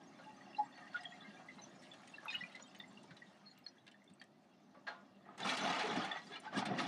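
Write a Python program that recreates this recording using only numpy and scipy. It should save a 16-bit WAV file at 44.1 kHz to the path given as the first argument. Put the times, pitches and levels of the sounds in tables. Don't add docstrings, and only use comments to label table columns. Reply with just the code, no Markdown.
import sys
import numpy as np
from scipy import signal
from scipy.io import wavfile

SR = 44100
rng = np.random.default_rng(int(sys.argv[2]) if len(sys.argv) > 2 else 0)


def to_wav(s):
    ch = np.atleast_2d(s).T
    pcm = np.round(np.clip(ch, -1, 1) * 32767)
    wavfile.write(sys.argv[1], SR, pcm.astype(np.int16))


N = 302967


def from_db(db):
    return 10 ** (np.asarray(db) / 20)


def rms_one(x):
    return x / np.sqrt(np.mean(x ** 2) + 1e-30)


def in_time(rows):
    times, *columns = np.transpose(rows)
    return np.array([np.interp(np.arange(N) / SR, times, column) for column in columns])


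def at_hz(points, hz):
    table_hz, table_db = np.array(points).T[:2]
    return np.interp(np.log(hz), np.log(table_hz), table_db)


def resonate(x, hz, width_hz):
    r = np.exp(-np.pi * width_hz / SR)
    section = [1, 0, -1, 1, -2 * r * np.cos(2 * np.pi * hz / SR), r * r]
    return signal.sosfilt([section, section], x + 1e-18)


def band(x, low_hz, high_hz):
    return signal.sosfilt(signal.butter(3, [low_hz, high_hz], "band", fs=SR, output="sos"), x)


def delayed(x, ms):
    return np.interp(np.arange(N) - ms * SR / 1000, np.arange(N), x, left=0)


def flicker(spread_db, rate_hz, size):
    r = np.exp(-80 * np.pi * rate_hz / SR)
    noise = rng.standard_normal(size // 40 + 1002)
    slow = signal.lfilter([1], [1, -2 * r, r * r], noise)[1000:]
    return np.interp(np.arange(size) / 40, np.arange(len(slow)), from_db(spread_db * rms_one(slow)))


def collisions(size, per_s, spread_db):
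    when, chance, sign = rng.random((round(per_s * size / SR), 3)).T
    height = from_db(spread_db * np.minimum(-np.log(chance), 4))
    out = np.zeros(size)
    out[(when * size).astype(int)] = height * np.sign(sign - .5)
    return out


def stones(size, pitches, per_s, spread_db, sharpness, patchy_db, shared):
    everyone = collisions(size, per_s, spread_db)
    rows = []
    for hz in pitches:
        knocks = collisions(size, per_s, spread_db) + shared * everyone
        ring = rms_one(resonate(knocks, hz, hz / sharpness))
        rows.append(ring * flicker(patchy_db, 12.7, size))
    return np.array(rows)


# (time [s], pitch [Hz], peak level before wavering [dB], length [ms])
STONE_CLINKS = [(0.252, 862, -54.5, 42), (0.41, 1910, -49.5, 8.6), (0.568, 4030, -47.5, 9.6),
                (0.583, 835.7, -28, 30), (0.635, 940, -47, 12), (0.825, 1810, -49.5, 10),
                (0.944, 1450, -33.5, 19), (0.962, 3390, -46, 6.6), (0.965, 2130, -46, 5.1),
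                (0.99, 1900, -50, 12), (1.007, 5020, -53.5, 11), (1.034, 8250, -59.5, 7.5),
                (1.054, 3263, -38, 10.5), (1.06, 720, -47, 11), (1.105, 705, -53.5, 13),
                (1.109, 3300, -55, 12), (1.12, 1905, -50, 14), (1.135, 2110, -55, 15),
                (1.207, 3470, -48, 10.5), (1.225, 3920, -57, 10), (1.242, 2114, -55, 24),
                (1.271, 209, -51, 24), (1.485, 2025, -42, 16), (1.565, 218, -51, 12),
                (1.591, 4000, -53.5, 11.5), (1.615, 6140, -54, 22), (1.64, 5920, -50, 5.7),
                (1.916, 3480, -47, 8.3), (2.08, 8840, -60, 5.4), (2.139, 2718, -44.5, 9.7),
                (2.16, 4030, -55, 9), (2.183, 1737, -44, 7.9), (2.254, 11300, -46, 3.6),
                (2.259, 1300, -33.5, 2.2), (2.27, 917, -41, 8.3), (2.282, 2590, -36.5, 7),
                (2.283, 3630, -42.5, 13), (2.289, 2493, -33, 14.6), (2.303, 5050, -50, 9.4),
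                (2.304, 4100, -50, 10), (2.31, 3710, -44, 12), (2.312, 2500, -49, 13),
                (2.324, 6800, -57, 12), (2.328, 1874, -42, 8.3), (2.331, 2910, -47, 12),
                (2.345, 1480, -45, 5.3), (2.342, 2560, -38.5, 9.1), (2.349, 2904, -32.5, 11),
                (2.355, 11500, -53, 6.2), (2.374, 150, -53, 14), (2.388, 3520, -56, 16),
                (2.408, 5400, -58, 16), (2.41, 2880, -55, 11), (2.408, 1966, -40.5, 12),
                (2.425, 175, -48, 10), (2.426, 1990, -51, 26), (2.438, 2410, -39.5, 5.8),
                (2.498, 2030, -52, 6.7), (2.513, 2000, -59, 6.1), (2.549, 2030, -41.5, 11),
                (2.553, 4130, -56, 5.6), (2.56, 2100, -52, 12), (2.605, 5760, -60, 26),
                (2.625, 6870, -47, 6.3), (2.634, 3690, -61, 16), (2.693, 5150, -65, 13),
                (2.764, 6560, -56.5, 5.4), (2.789, 14700, -58, 4), (2.8, 3564, -40.5, 8.1),
                (2.802, 1890, -42, 6.1), (2.837, 2030, -49.5, 12), (2.974, 2790, -50, 8.5),
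                (3.04, 920, -54.5, 9.7), (3.045, 400, -53, 6), (3.107, 153, -46, 23),
                (3.114, 1540, -46, 4.4), (3.17, 3980, -50.5, 4.5), (3.221, 1887, -46, 7),
                (3.455, 4287, -54, 32), (3.515, 4280, -53, 4.6), (3.588, 14440, -50, 4.4),
                (3.642, 5100, -57, 9.7), (3.665, 1670, -56, 3.2), (3.665, 4300, -39, 6.7),
                (3.678, 4190, -57, 13), (3.681, 5880, -56.5, 8.2), (3.682, 5100, -55, 11),
                (3.768, 1680, -62.5, 5.7), (3.784, 3370, -59, 6.6), (3.945, 1810, -54, 4.3),
                (4.02, 2030, -61, 5.3), (4.078, 3520, -57.5, 7.9), (4.111, 172, -47.5, 5.4),
                (4.139, 8130, -58, 2), (4.199, 4570, -58, 7.5), (4.215, 4430, -60, 12),
                (4.217, 1820, -44, 2.5), (4.218, 3240, -55, 6), (4.771, 586, -55.5, 11.4),
                (4.869, 820, -52, 25), (4.869, 1626, -40, 17), (5.287, 1240, -49, 16),
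                (5.432, 3530, -37, 7), (5.45, 1337, -34.5, 7.1), (5.454, 192, -36, 7.8),
                (5.487, 2390, -38, 12), (5.491, 3370, -34.5, 7.9), (5.529, 264, -38, 7.8),
                (5.538, 1236, -35.5, 10), (5.628, 631, -36, 23), (5.699, 738, -34, 16),
                (5.757, 1190, -37, 5.4), (5.83, 750, -38, 9.5), (5.835, 433, -33, 27),
                (5.885, 421, -34, 27), (5.974, 245, -30.5, 8.5), (6.0, 1245, -43, 20),
                (6.021, 1680, -38.5, 4.2), (6.021, 3230, -39.5, 8), (6.115, 1840, -33.5, 4.9),
                (6.117, 3486, -34.5, 5.7), (6.145, 1935, -49.5, 39), (6.162, 787, -38, 8.8),
                (6.168, 6130, -58, 8), (6.218, 4100, -56, 9.4), (6.27, 4780, -56, 6.8),
                (6.302, 412, -47, 20), (6.324, 3460, -48, 17), (6.334, 2335, -56, 18),
                (6.338, 3930, -50, 4.8), (6.357, 2920, -41.5, 8.7), (6.36, 1310, -52, 14),
                (6.366, 2380, -47, 8.9), (6.4, 9360, -56, 5), (6.455, 868, -43.5, 15),
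                (6.477, 1520, -39, 7.3), (6.55, 740, -39, 5.6), (6.555, 1645, -38, 12),
                (6.575, 235, -34.5, 9.2), (6.625, 748, -33, 9), (6.688, 183, -36.5, 23),
                (6.7, 735, -40, 25), (6.781, 1910, -35, 12), (6.786, 2770, -45, 7.4),
                (6.801, 1250, -35.5, 8.8), (6.815, 9500, -56, 6.6)]


def clinks(rows):
    out = np.zeros(N + SR)
    waver = flicker(1.76, 79, N + SR)
    wobble = np.log(flicker(2.9, 78, N + SR))
    for s, hz, db, ms in rows:
        t = np.arange(int(ms * SR / 250)) / SR
        start = round((s - .0025) * SR)
        swell = t / (0.00027 * ms)
        shape = swell ** 2.21 * np.exp(.45 - swell)
        chatter = np.sqrt(hz / 2000) * wobble[start:start + len(t)]
        out[start:start + len(t)] += from_db(db) * shape * np.sin(2 * np.pi * hz * t + chatter)
    return (waver * out)[:N]


FAINT_CLINKS_PER_S, FAINT_UNTIL_S = 12, 4.3
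FAINT_OVER_GRAVEL_DB, FAINT_SPREAD_DB = 0, 3.5
FAINT_LOW_HZ, FAINT_HIGH_HZ, FAINT_MEAN_MS = 1800, 7870, 14.2
FAINT_LOSS_DB = 5


def faint_clinks():
    when, pitch, strength, length = rng.random((round(FAINT_CLINKS_PER_S * FAINT_UNTIL_S), 4)).T
    s = 0.0046 + when * FAINT_UNTIL_S
    gravel_db = in_time(GRAVEL_LEVEL)[0][(s * SR).astype(int)]
    chance_db = FAINT_SPREAD_DB * (2 * strength - 1)
    db = gravel_db + FAINT_OVER_GRAVEL_DB + chance_db - FAINT_LOSS_DB * pitch
    hz = FAINT_LOW_HZ * (FAINT_HIGH_HZ / FAINT_LOW_HZ) ** pitch
    return list(zip(s, hz, db, FAINT_MEAN_MS * (.5 + length)))


# (time [s], base level [dB], brightness [dB per octave], base time to fade by 60 dB [s])
ROCK_CRACKS = [(0.188, -64, -15.5, 0.077), (0.774, -58, -4.5, 0.1), (0.931, -54.5, -1.5, 0.13),
               (0.961, -53, -2, 0.1), (1.033, -49.5, 7.5, 0.031), (1.161, -65, -4, 0.19),
               (1.39, -72, -16, 0.089), (1.582, -56, -17, 0.017), (1.612, -64.5, 5, 0.074),
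               (1.817, -63.5, 6, 0.4), (1.934, -53.5, 6.5, 0.053), (2.074, -52, 10.5, 0.04),
               (2.227, -70, -23.5, 0.039), (2.259, -57, -11.5, 0.039), (2.303, -52.5, -1, 0.44),
               (2.517, -61, 6, 0.11), (2.551, -52.5, 4, 0.077), (2.597, -48, -11.5, 0.024),
               (2.746, -53, 3.5, 0.065), (2.926, -71, 17, 0.026), (3.03, -67.5, 11.5, 0.092),
               (3.107, -51, -2, 0.041), (3.166, -51.5, 4, 0.045), (3.576, -58.5, 9.5, 0.037),
               (3.661, -48, 1, 0.024), (3.866, -49, 3, 0.029), (3.877, -48, 4, 0.028),
               (3.913, -56.5, 6, 0.045), (4.04, -71, 15.5, 0.032), (4.097, -62.5, 7, 0.045),
               (4.197, -65, 4, 0.037), (4.214, -58, 10, 0.045), (4.238, -73, 21, 0.028),
               (4.743, -75.5, -18.5, 0.15), (4.867, -50.5, -11, 0.23), (5.376, -55.5, 9.5, 0.12),
               (5.401, -42.5, 8, 0.047), (5.45, -44, -9, 0.1), (5.491, -36.5, 3.5, 0.072),
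               (5.569, -39.5, 7.5, 0.1), (5.792, -38.5, 0.5, 0.12), (6.043, -49, 6, 0.18),
               (6.115, -55.5, 12, 0.028), (6.318, -52, 3, 0.079), (6.336, -53, 1, 0.076),
               (6.356, -53, 0, 0.1), (6.372, -60, -3, 0.05), (6.4, -62, 14, 0.054), (6.45, -57, -13, 0.061),
               (6.526, -54.5, -15, 0.067), (6.583, -41.5, -8, 0.06), (6.653, -39, 4.5, 0.089),
               (6.782, -39.5, -5.5, 0.14)]
CRACK_PARTS = [-1.5, 0, 1.7]
CRACK_HUMP_DB = 5.5


def cracks():
    bursts = np.zeros((3, N + SR))
    t = np.arange(SR // 2) / SR
    lasting = np.array([[1.6], [1.1], [.55]])
    octaves = np.c_[CRACK_PARTS]
    for s, db, bright_db, fade_s in ROCK_CRACKS:
        levels_db = db + bright_db * octaves - CRACK_HUMP_DB * octaves ** 2
        fall_db = 60 * t / (lasting * max(fade_s, .01))
        attack = 1 - np.exp(-t / 0.0035)
        bursts[:, round(s * SR):][:, :len(t)] += attack * from_db(levels_db - fall_db)
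    out = np.zeros(N)
    for burst, (low, high) in zip(bursts, [(450, 1740), (1500, 4630), (4800, 13000)]):
        grit = rms_one(band(collisions(N, per_s=2800, spread_db=3.0), low, high))
        chips = np.zeros(N)
        for hz in np.geomspace(1.1 * low, min(high, 9500) / 1.1, num=12):
            chips += rms_one(resonate(collisions(N, per_s=80, spread_db=4.0), hz, 20 + hz / 110))
        out += burst[:N] * (0.98 * grit + 1.24 * rms_one(chips))
    return out


# (time [s], pulse height before filtering [dB])
EDGE_SNAPS = [(2.259, -40), (2.283, -23), (2.29, -26), (2.303, -15), (2.351, -29), (2.598, -49),
              (2.803, -23), (4.216, -27), (5.703, -15), (5.733, -12), (6.021, -27), (6.582, -20),
              (6.628, -18), (6.8, -18)]


def snaps():
    out = np.zeros(N)
    for s, db in EDGE_SNAPS:
        out[round(s * SR)] = from_db(db)
    return band(band(out, 620, 4900), 620, 4900)


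# (pitch [Hz], relative level [dB])
LOAD_COLOUR = [(70, -42), (120, -16.5), (200, -4), (450, -8), (750, -3), (1600, -3), (3300, 0), (6000, 4.5),
               (9000, 0), (12500, -1.5), (15000, -11)]
# (pitch [Hz], width of one filter pass [Hz], relative level [dB])
BED_PLATES = [(192.3, 27, -2.5), (259, 63, 0), (430, 42, -7.5), (704, 76, 2), (838, 85, 1.5),
              (1245, 135, -2.5), (1890, 230, -0.5), (2904, 150, -1), (3444, 170, 5), (3980, 70, 1.5),
              (4530, 58, -1)]
# (time [s], level [dB], loss in the treble [dB])
LOAD_FLOW = [(5.25, -70, 62), (5.308, -66.5, 69), (5.37, -74, 49), (5.402, -56.5, 30), (5.44, -56.5, 22),
             (5.456, -49.5, 16.5), (5.54, -49, 18.5), (5.565, -52.5, 20), (5.646, -47, 25), (5.8, -48, 26),
             (6.02, -51.5, 27), (6.08, -55, 32), (6.166, -52.5, 37), (6.256, -77, 6.5), (6.33, -61.5, 26),
             (6.38, -63, 38), (6.41, -77.5, 17), (6.455, -57.5, 31), (6.504, -72.5, 29), (6.555, -56, 23),
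             (6.584, -48.5, 12.5), (6.65, -55, 40), (6.77, -56, 32), (6.79, -51.5, 19), (6.87, -53.5, 26.5)]
# (time [s], level [dB])
BED_BOOM = [(5.25, -56), (5.36, -76), (5.41, -56), (5.58, -60.5), (5.65, -48.5), (5.8, -60.5), (5.99, -48),
            (6.15, -73.5), (6.26, -66.5), (6.5, -71.5), (6.58, -42), (6.64, -53.5), (6.72, -45.5),
            (6.87, -49)]
CLANG_HZ, TREBLE_HZ, BOOM_HZ = 1000, 9000, 220
DULLING_POWER = 1.92


def dump():
    start = round(LOAD_FLOW[0][0] * SR)
    size = N - start
    flow_db, loss_db = in_time(LOAD_FLOW)[:, start:]
    boom_db = in_time(BED_BOOM)[0, start:]
    pitches = np.geomspace(80, 15000, 70)
    rows = list(stones(size, pitches, per_s=330, spread_db=2.5, sharpness=20.0, patchy_db=2.0, shared=0.68))
    voices = [(hz, at_hz(LOAD_COLOUR, hz)) for hz in pitches]
    for hz, width_hz, db in BED_PLATES:
        rows.append(rms_one(resonate(collisions(size, per_s=130, spread_db=3.0), hz, width_hz)))
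        voices.append((hz, db))
    out = np.zeros(N)
    for row, (hz, db) in zip(rows, voices):
        boomy = np.clip(np.log(CLANG_HZ / hz) / np.log(CLANG_HZ / BOOM_HZ), 0, 1)
        height = np.clip(np.log(hz / CLANG_HZ) / np.log(TREBLE_HZ / CLANG_HZ), 0, 1)
        level_db = boomy * boom_db + (1 - boomy) * flow_db - height ** DULLING_POWER * loss_db
        out[start:] += row * from_db(db + level_db)
    fade_in = np.minimum(np.arange(size) / (0.011 * SR), 1)
    out[start:] *= fade_in * flicker(1.07, 41, size)
    return out


# (pitch [Hz], width of one filter pass [Hz], relative level [dB])
BUCKET_STEEL = [(732, 58, -2.5), (840, 69, -5), (1226, 81, -5.5), (1620, 57, -4.5), (1890, 120, -1),
                (2007, 27, -9), (2760, 170, -6), (3310, 32, -12.5), (3506, 86, -7.5), (3970, 43, -12),
                (4420, 90, -10), (5030, 60, -29), (6190, 150, -16), (7070, 99, -23)]
# (time [s], level [dB])
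BUCKET_LEVEL = [(0.0, -70), (1.0, -56.5), (1.9, -74), (2.3, -78), (2.8, -67.5), (4.0, -80), (5.3, -73.5)]


def bucket():
    rings = np.zeros(N)
    for hz, width_hz, db in BUCKET_STEEL:
        ring = rms_one(resonate(collisions(N, per_s=140, spread_db=2.0), hz, width_hz))
        rings += from_db(db) * flicker(5.7, 7.7, N) * ring
    return from_db(in_time(BUCKET_LEVEL)[0]) * rms_one(rings)


# (pitch [Hz], relative level per Hz [dB])
GRAVEL_COLOUR = [(560, 0.5), (740, -0.5), (1500, -3.5), (2400, -8.5), (3600, -10), (6300, -15.5),
                 (8000, -25), (10000, -28), (15000, -47)]
# (time [s], level of the trickle [dB])
GRAVEL_LEVEL = [(0.0, -64.5), (0.5, -63.5), (1.0, -62), (1.9, -62), (2.4, -59.5), (2.6, -63.5), (3.3, -66),
                (3.9, -72.5), (4.3, -73), (5.3, -71.5)]


def gravel():
    pitches = np.geomspace(550, 15000, 26)
    rows = stones(N, pitches, per_s=1500, spread_db=1.0, sharpness=5.8, patchy_db=3.0, shared=0.15)
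    gains = from_db(at_hz(GRAVEL_COLOUR, pitches)) * np.sqrt(pitches)
    trickle = rms_one(gains @ rows)
    ticks = rms_one(band(collisions(N, per_s=33, spread_db=0.5), 6500, 15500))
    rustle = rng.standard_normal(400) * np.exp(-np.arange(400) / 90.0)
    ticks = rms_one(signal.fftconvolve(ticks, rustle)[:N])
    return from_db(in_time(GRAVEL_LEVEL)[0]) * (trickle + from_db(-23) * ticks)


# (pitch [Hz], relative level per Hz [dB])
RUMBLE_COLOUR = [(45, -17), (115, -5.5), (189, 3), (267, 0), (400, -5), (465, -12.5), (557, -3.5),
                 (647, -5), (823, -13.5), (900, -16)]
# (pitch [Hz], width of one filter pass [Hz], level against the rumble [dB])
ENGINE_HUM = [(200.7, 10, -9), (257.2, 12, -12.5), (346.2, 14, -18)]
# (time [s], level of the rumble [dB])
ENGINE_LEVEL = [(0.0, -60), (1.0, -63), (1.6, -59.5), (2.3, -63.5), (3.0, -60), (3.5, -66.5), (4.4, -65.5),
                (5.2, -63)]


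def engine():
    white = rng.standard_normal((3, N))
    rumble = np.zeros(N)
    for k, hz in enumerate(np.geomspace(45, 900, 15)):
        noise = rms_one(resonate(white[k % 2], hz, hz / 2.87))
        gain = from_db(at_hz(RUMBLE_COLOUR, hz)) * np.sqrt(hz)
        rumble += noise * gain * flicker(0.78, 9.6, N)
    hum = sum(from_db(db) * rms_one(resonate(white[2], hz, width_hz)) for hz, width_hz, db in ENGINE_HUM)
    return from_db(in_time(ENGINE_LEVEL)[0]) * (rms_one(rumble) + hum)


# (time [s], pitch [Hz], level of the lowest tone before flicker [dB])
PUMP_WHINE = [(0, 276.2, -67.5), (1.0, 276.8, -68.5), (1.7, 274, -73), (2.6, 273.7, -72.5), (2.9, 280, -97)]


def pump():
    hz, level_db = in_time(PUMP_WHINE)
    phase = 2 * np.pi * np.cumsum(hz) / SR
    tone = np.sin(phase) * flicker(3.0, 4.9, N)
    tone += from_db(-1.5) * np.sin(3 * phase) * flicker(3.3, 5.0, N)
    tone += from_db(-5.5) * np.sin(4 * phase)
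    return from_db(level_db) * tone


SCATTER_DB, SCATTER_T60_S = -4, 0.095


def scattered(blows):
    t = np.arange(SR // 5) / SR
    fade = (t > .006) * from_db(-60 * t / SCATTER_T60_S)
    copies = collisions(len(t), per_s=770, spread_db=-2.5) * fade
    copies = from_db(SCATTER_DB) * copies / np.sqrt(np.sum(copies ** 2))
    return signal.lfilter([.35], [1, -.7], signal.fftconvolve(blows, copies)[:N])


GROUND_ECHO_MS, GROUND_ECHO_GAIN = 1.994, -0.13


def scene():
    blows = clinks(STONE_CLINKS + faint_clinks()) + cracks() + snaps()
    direct = blows + scattered(blows) + dump() + bucket() + gravel() + engine() + pump()
    echo = signal.lfilter([.7], [1, -.3], delayed(direct, GROUND_ECHO_MS))
    return (direct + GROUND_ECHO_GAIN * echo)[None]


# (pitch [Hz], level [dB])
MICROPHONE_COLOUR = [(6000, -3.5), (7600, -4.5), (9200, -1.5), (10500, -8.5), (12500, -23), (14000, -25),
                     (15000, -0.5)]
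BASS_CUT_HZ, TOP_CUT_HZ = 101, 15800
HISS_DB = -95.5


def record(dry):
    hz = np.linspace(0, SR / 2, 129)
    colour = signal.firwin2(255, hz, from_db(2 * at_hz(MICROPHONE_COLOUR, hz + 1)), fs=SR)
    coloured = signal.fftconvolve(dry[0], signal.minimum_phase(colour))[None, :N]
    thin = signal.sosfilt(signal.butter(3, BASS_CUT_HZ, "high", fs=SR, output="sos"), coloured)
    hiss = from_db(HISS_DB) * rng.standard_normal(dry.shape)
    return signal.sosfilt(signal.cheby2(12, 60, TOP_CUT_HZ, fs=SR, output="sos"), thin + hiss)


dry = scene()
out = record(dry)
to_wav(out)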